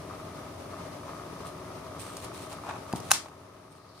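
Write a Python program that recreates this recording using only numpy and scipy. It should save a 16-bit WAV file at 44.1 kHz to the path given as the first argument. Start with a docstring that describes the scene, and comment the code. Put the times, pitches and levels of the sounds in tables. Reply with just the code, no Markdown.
"""A brass latch snaps shut on a wooden display box: metal cracks on metal, the brass rings, the case knocks.
Just before the snap, a hand lowers the lid and seats it with a soft thud; fingers rub the wood.
Behind them a machine hums and its panel rattles faintly in the small room.
The snap overloads the close microphones, and gain control turns the room down after it."""
import sys
import numpy as np
from scipy import signal
from scipy.fft import rfft, irfft
from scipy.io import wavfile
from scipy.ndimage import uniform_filter1d

SR = 44100
rng = np.random.default_rng(int(sys.argv[2]) if len(sys.argv) > 2 else 0)


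def put_to_file(sound):
    """Save the sound as 16-bit audio at rate SR, in the file named by the first command-line argument."""
    columns = np.atleast_2d(sound).T  # one column per channel
    safe = np.clip(columns, -1, 1)
    whole_steps = np.round(safe * 32767)
    wavfile.write(sys.argv[1], SR, whole_steps.astype(np.int16))


N = 176400
T = np.arange(N) / SR
RING_T = T[:SR // 8]

# latch clicks, knock and hasp relative to their click: start_s, level_db, knock_db, hasp_db
LATCH_CLICKS = [(2.1687, -28.5, -18, -11), (2.245, -31.5, -2, -10), (2.5285, -35, -1, -13),
                (2.928, -33, 10.5, 6), (2.96, -33, -8, -1), (3.002, -31.5, -13.5, -6),
                (3.1052, -28.5, 5, -11), (3.109, -11.5, -5, -11), (3.112, -16.5, -2, -10),
                (3.1154, 0.3, 1, -12), (3.285, -42, 10, -10)]
# bite of metal on metal: freq_hz, level_db
CRACK_COLOUR = [(100, -20), (450, -19), (900, -3), (1600, -5), (2050, -9), (2650, 1), (3200, -8),
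                (4200, -3.5), (5600, -2), (7000, 1.5), (8200, -6), (10300, -3), (12500, -9.5), (16000, -15)]
# bright ring of the brass: pitch_hz, level_db, t60_s, left_minus_right_db
BRASS_MODES = [(4157, -22.5, 0.038, 3), (4480, -34, .025, 2), (5320, -15, 0.024, -10),
               (6140, -21.5, 0.031, 6), (6660, -20, .018, 0), (7000, -14.5, .025, 0), (7440, -28, .03, 0),
               (8470, -24, 0.027, -6), (9300, -22, 0.021, -2), (9990, -21, 0.023, -4),
               (10530, -24, 0.02, -4)]
# knock of the wooden case: pitch_hz, level_db, t60_s
KNOCK_MODES = [(701, -29.5, .013), (818, -15, 0.027), (1066, -12.5, .015), (1232, -12.5, .015),
               (1514, -12, .019), (1740, -26, 0.011), (2570, -20, .011), (2620, -18.5, .011)]
# ping of the loose hasp: pitch_hz, level_db, t60_s
HASP_MODES = [(4840, -14, .035)]
CRACK_DB, CRACK_DECAY_S, CHATTER_DB, CHATTER_DECAY_S = -10, 0.0014, -18.5, 0.0074
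LEFT_LAG_S, KNOCK_LEFT_LAG_RAD = 0.00003, 0.98  # the left microphone hears the latch later
def latch():
    """Each click is a short crack and chatter that rings the brass and knocks the wood."""
    out = np.zeros((2, N))
    burst = amp(CRACK_DB) * np.exp(-RING_T / CRACK_DECAY_S)
    burst += amp(CHATTER_DB) * np.exp(-RING_T / CHATTER_DECAY_S)
    knock = np.array([ring(KNOCK_MODES, np.pi / 2 - lag) for lag in (KNOCK_LEFT_LAG_RAD, 0)])
    hasp = ring(HASP_MODES)
    for start_s, db, knock_db, hasp_db in LATCH_CLICKS:
        crack = noise(CRACK_COLOUR, size=len(RING_T)) * burst
        brass = np.zeros_like(crack)
        for *mode, side_db in BRASS_MODES:
            pan = amp([[side_db / 2], [-side_db / 2]])
            brass += pan * np.array([ring([mode], phase) for phase in rng.uniform(0, 2 * np.pi, 2)])
        left, right = amp(db) * (crack + brass + amp(knock_db) * knock + amp(hasp_db) * hasp)
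        add(out[0], start_s + LEFT_LAG_S, left)
        add(out[1], start_s, right)
    return latch_radiation(out)


def latch_spill(spill_db=16.5):
    """What the latch sends to the walls: over all directions its ring evens out into a plain click."""
    out = np.zeros((2, N))
    for start_s, db, *_ in LATCH_CLICKS:
        add(out, start_s, amp([db + spill_db]))
    return latch_radiation(out)


def latch_radiation(x, low_cut_hz=760):
    """A part as small as the latch radiates no bass."""
    return signal.sosfilt(signal.butter(3, low_cut_hz, "high", fs=SR, output="sos"), x)


# soft blows of wood on wood: start_s, level_db, contact_s
LID_THUDS = [(2.9358, 0.5, 0.001), (2.9516, -8, 0.0016)]
# hollow body of the shut box: pitch_hz, level_db, t60_s
BOX_MODES = [(128, -27, 0.045), (212, -19, 0.03), (325, -22.5, 0.022), (726, -17, .015),
             (890, -15.5, 0.017), (1230, -21, .016), (1560, -23, .012)]
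def lid(low_cut_hz=50):
    """The lid lands with a cushioned blow and settles once more; the small box radiates little bass."""
    out = np.zeros((2, N))
    body = ring(BOX_MODES, np.pi / 2)
    for start_s, db, contact_s in LID_THUDS:
        push = np.sin(np.pi * np.minimum(T[:SR // 100] / contact_s, 1))  # longer contact, duller thud
        add(out, start_s, amp(db) * np.convolve(body, push / push.sum()))
    return signal.sosfilt(signal.butter(2, low_cut_hz, "high", fs=SR, output="sos"), out)


# fingers sliding on the lid: start_s, length_s, level_db, swell_db, squeak_db
FINGER_RUBS = [(1.44, 0.058, -52.5, 0, -9), (1.982, 0.064, -44.5, -1, -4.5), (2.04, 0.135, -49.5, -4, -7.5),
               (2.163, 0.095, -55, 8, -9.5), (2.326, 0.15, -47.5, -5.5, -15),
               (2.479, 0.067, -53.5, 8.5, -26), (2.638, 0.061, -56.5, 0, -20), (2.773, 0.22, -63, 3, -16),
               (2.95, 0.034, -45.5, 0, -10), (3.02, .09, -53, 1, -14), (3.697, 0.033, -55.5, -1.5, 0),
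               (3.742, .04, -58, 5, -7), (3.933, 0.08, -58.5, 5, -11.5)]
# bright hiss of skin on wood: freq_hz, level_db
SKIN_COLOUR = [(300, 1), (1500, -1), (2900, 4), (3500, 3), (4200, 3), (4800, -1), (6500, -0.5),
               (8000, -1.5), (9800, -2), (11500, -9), (15500, -10)]
# thin squeak on top: freq_hz, level_db
SQUEAK_COLOUR = [(6000, -40.5), (7900, -10.5), (8500, -1), (9300, -9.5), (11000, -24), (12500, -19),
                 (15000, -33)]
# the panel's loudest rattles early on, then the lid scuffing the case: centre_s, half_width_s, level_db
DULL_RASPS = [(0.125, 0.018, -49.5), (0.75, .02, -51), (0.812, 0.0051, -50), (1.10, 0.011, -47.5),
              (2.53, .014, -43.5), (2.695, 0.037, -40.5), (2.695, 0.0046, -38.5), (2.709, 0.0025, -38),
              (2.761, .004, -41), (3.261, 0.002, -32)]
# tone of those rasps: freq_hz, level_db
RASP_COLOUR = [(100, -34), (500, -9), (860, 7), (1250, -1.5), (1650, -4), (2100, -14), (2500, -5.5),
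               (3100, -20), (3700, -13), (4500, -22.5), (8000, -25), (14000, -51)]
# the hand withdrawing: centre_s, half_width_s, level_db
HAND_SWISH = (4.02, .17, -52.5)
# breathy tone of that swish: freq_hz, level_db
HAND_SWISH_COLOUR = [(1000, -29), (3000, -14), (4000, 3), (4800, 4), (6000, -8), (9000, -21), (14000, -25)]
def rubs_and_rasps(edge_s=0.022, grain_db=2.5, grain_s=0.0023):
    """Grainy noise: bright finger strokes with a thin squeak, dull rasps and the hand's last swish."""
    out = np.zeros((2, N))
    skin, squeak = noise(SKIN_COLOUR), noise(SQUEAK_COLOUR)
    for start_s, length_s, db, swell_db, squeak_db in FINGER_RUBS:
        fade_in = np.clip((T - start_s) / edge_s, 0, 1)
        fade_out = np.clip((start_s + length_s - T) / edge_s + 0.5, 0, 1)
        progress = np.clip((T - start_s) / length_s, 0, 1)
        out += fade_in * fade_out * amp(db + swell_db * progress) * (skin + amp(squeak_db) * squeak)
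    for colour, strokes in ((RASP_COLOUR, DULL_RASPS), (HAND_SWISH_COLOUR, [HAND_SWISH])):
        swells = sum(amp(db) * np.exp(-((T - centre) / width) ** 2 / 2) for centre, width, db in strokes)
        out += noise(colour) * swells
    return out * unit(amp(grain_db * drift(grain_s)))


# tinny ring of the machine's panel: pitch_hz, level_db, t60_s
PANEL_MODES = [(675, -10.5, 0.055), (1160, 6, 0.035), (1240, 6, 0.055), (1250, -28, 0.0159)]
# its hardest taps: start_s, accent_db
PANEL_ACCENTS = [(0.11, 4.5), (0.6589, 12.5), (0.7257, 6), (0.7422, 7), (1.0931, 7)]
# fader ride on the rattle: time_s, level_db
RATTLE_RIDE = [(0, -6.5), (.11, 2.5), (.25, -2), (.5, 1), (.58, -19), (.74, 0), (.95, -9.5), (1.1, 1.5),
               (1.35, 0), (1.48, 2.5), (1.8, -2.5), (2, 1), (2.8, 0), (4, 0.5)]
def panel_rattle(level_db=-50, taps_per_s=60, jitter_s=0.0019, spread_db=3.2, right_lag_s=0.0001):
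    """A panel rattles unevenly with the motor's turns."""
    taps = np.zeros(N)
    for turn, (slip, force) in enumerate(rng.standard_normal((260, 2))):
        add(taps, turn / taps_per_s + jitter_s * slip, amp([spread_db * min(force, 2)]))
    for start_s, accent_db in PANEL_ACCENTS:
        add(taps, start_s, amp([accent_db]))
    left = signal.oaconvolve(taps, ring(PANEL_MODES))[:N]
    right = np.interp(T - right_lag_s, T, left)
    ride_db = np.interp(T, *np.transpose(RATTLE_RIDE))
    return amp(level_db + ride_db) * unit(np.array([left, right]))


# low machine hum: pitch_hz, level_db
HUM_TONES = [(96.9, -58), (118.4, -57), (161.5, -58), (242.2, -58), (285.3, -53.5), (376.8, -56.5),
             (629.8, -55)]
# thin electrical whine: pitch_hz, level_db
WHINE_TONES = [(8890, -77.5), (9730, -75), (10620, -80)]
def machine_hum(hum_trim_db=-2):
    """The machine hums and whines, each tone wavering on its own."""
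    return amp(hum_trim_db) * tones(HUM_TONES, wander_hz=3.5) + tones(WHINE_TONES, wander_hz=13)


# dark bed of room noise: freq_hz, level_db
AIR_COLOUR = [(25, -30), (42, -26.5), (58, -12), (90, 1), (135, -4), (185, -3), (220, -10.5), (300, -6),
              (400, -4.5), (490, -9.5), (630, -3), (760, -10), (1050, -9), (1300, -12), (1450, -17.5),
              (2200, -19.5), (2700, -23), (4200, -25), (6000, -26), (7500, -32), (9500, -34), (12000, -39),
              (15500, -45.5)]
# how alike it is in left and right: freq_hz, likeness_ratio
AIR_LIKENESS = [(30, 0.87), (130, 1), (290, 0.83), (640, 0.56), (1400, 0.32), (3100, 0.026), (15000, .02)]
def machine_air(level_db=-43, waver_db=0.9):
    """Rushing air with a slight flutter, centred in the bass and wide in the treble."""
    return noise(AIR_COLOUR, AIR_LIKENESS) * amp(level_db + waver_db * drift(seconds=0.027))


# tone of the reverb: freq_hz, level_db
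ROOM_COLOUR = [(100, -11.5), (500, -3), (900, 2.5), (1500, 0), (2100, -0.5), (3000, -1), (4000, -0.5),
               (5300, 3), (7000, 1.5), (8700, -0.5), (10000, -7.5), (12000, -12), (16000, -19)]
# length of its tail: freq_hz, t60_s
ROOM_DECAY = [(100, 0.43), (1000, 0.33), (5000, 0.28), (9000, 0.24), (15000, 0.23)]
def room(x, wet_db=-11.5, predelay_s=0.012, rise_s=0.0096):
    """The walls answer after a short gap with a bright, quickly dying tail."""
    hz, t, spectrum = signal.stft(rng.standard_normal((2, SR // 2)), SR, nperseg=256)
    tail_db = read(ROOM_COLOUR, hz)[:, None] - 60 * t / read(ROOM_DECAY, hz)[:, None]
    tail = signal.istft(spectrum * amp(tail_db), SR, nperseg=256)[1]
    tail *= np.clip((T[:tail.shape[1]] - predelay_s) / rise_s, 0, 1)
    return amp(wet_db) * signal.oaconvolve(x, tail / np.linalg.norm(tail[0]), axes=1)[:, :N]


# how alike the two microphones hear close sounds: freq_hz, likeness_ratio
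CLOSE_LIKENESS = [(100, 0.66), (1000, 0.94), (3000, 0.17), (6000, 0.17), (15000, 0.26)]
def noise(colour, likeness=CLOSE_LIKENESS, size=N):
    """Coloured stereo noise at rms 1; likeness narrows its image band by band."""
    hz = np.fft.rfftfreq(size, 1 / SR)
    left, independent = rfft(rng.standard_normal((2, size)))
    shared = np.clip(read(likeness, hz), 0, 1)
    right = shared * left + np.sqrt(1 - shared ** 2) * independent
    return unit(irfft(np.array([left, right]) * amp(read(colour, hz)), size))


def ring(modes, phase=0):
    """Dying modes of a struck object."""
    return sum(amp(db - 60 * RING_T / t60) * np.sin(2 * np.pi * hz * RING_T + phase)
               for hz, db, t60 in modes)


def tones(lines, wander_hz):
    """Steady tones whose pitch wanders a little."""
    out = np.zeros(N)
    for hz, db in lines:
        pitch_hz = hz + wander_hz * drift(seconds=0.03)
        out += amp(db) * np.sqrt(2) * np.sin(2 * np.pi * np.cumsum(pitch_hz) / SR)
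    return out


def drift(seconds):
    """Smooth random motion that changes over the given time."""
    hz = np.fft.rfftfreq(N, 1 / SR)
    return unit(irfft(rfft(rng.standard_normal(N)) * np.exp(-(2 * hz * seconds) ** 2), N))


def amp(db):
    """Decibels to gain."""
    return 10 ** (np.asarray(db) / 20)


def unit(x):
    """Scales to rms 1."""
    return x / np.sqrt(np.mean(x ** 2) + 1e-20)


def read(points, hz):
    """Reads a curve on a log-frequency axis."""
    freq_hz, value = np.transpose(points)
    return np.interp(np.log(hz + 1), np.log(freq_hz), value)


def add(mix, start_s, sound):
    """Drops a sound into the mix."""
    part = mix[..., max(round(start_s * SR), 0):][..., :sound.shape[-1]]
    part += sound[..., :part.shape[-1]]


def scene():
    """The box and the hand close by, in the humming room."""
    soft_sounds = lid() + rubs_and_rasps()
    foreground = latch() + soft_sounds + room(soft_sounds + latch_spill())
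    return foreground + machine_air() + machine_hum() + panel_rattle()


def gain_control(dry, threshold_db=-23.5, slope=0.8, attack_s=0.22, creep_db_per_s=0.5):
    """A gain that ducks after a peak and stays down, sinking slowly all the while."""
    power = uniform_filter1d((dry ** 2).mean(0), size=220)
    over_db = np.maximum(10 * np.log10(abs(power) + 1e-12) - threshold_db, 0)
    creep_db = T * creep_db_per_s
    held_db = np.maximum.accumulate(over_db - creep_db) + creep_db
    pole = np.exp(-1 / (attack_s * SR))
    return amp(-slope * signal.lfilter([1 - pole], [1, -pole], held_db))


# stereo tilt of the microphone ports: freq_hz, left_minus_right_db
PORT_TILT = [(100, .5), (300, 2.5), (500, 5.5), (800, 1), (1250, 3.5), (2000, 2), (2800, 1.5), (4000, 5),
             (5900, 6.5), (7100, 1.5), (8400, -12), (10000, -15.5), (12000, -11), (15000, -5)]
HISS_DB, BAND_LIMIT_HZ = -63, 15600
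def record(dry):
    """Two unlike microphone ports with their own hiss, then gain control, overload and a band limit."""
    tilt_db = read(PORT_TILT, np.fft.rfftfreq(N, 1 / SR))
    mics = irfft(rfft(dry) * amp([tilt_db / 2, -tilt_db / 2]), N)
    mics += amp(HISS_DB) * rng.standard_normal((2, N))
    clipped = np.clip(mics * gain_control(dry), -1, 1)
    low_pass = signal.firwin(511, BAND_LIMIT_HZ, window=("kaiser", 9), fs=SR)
    return signal.oaconvolve(clipped, low_pass[None], "same")


dry = scene()
out = record(dry)
put_to_file(out)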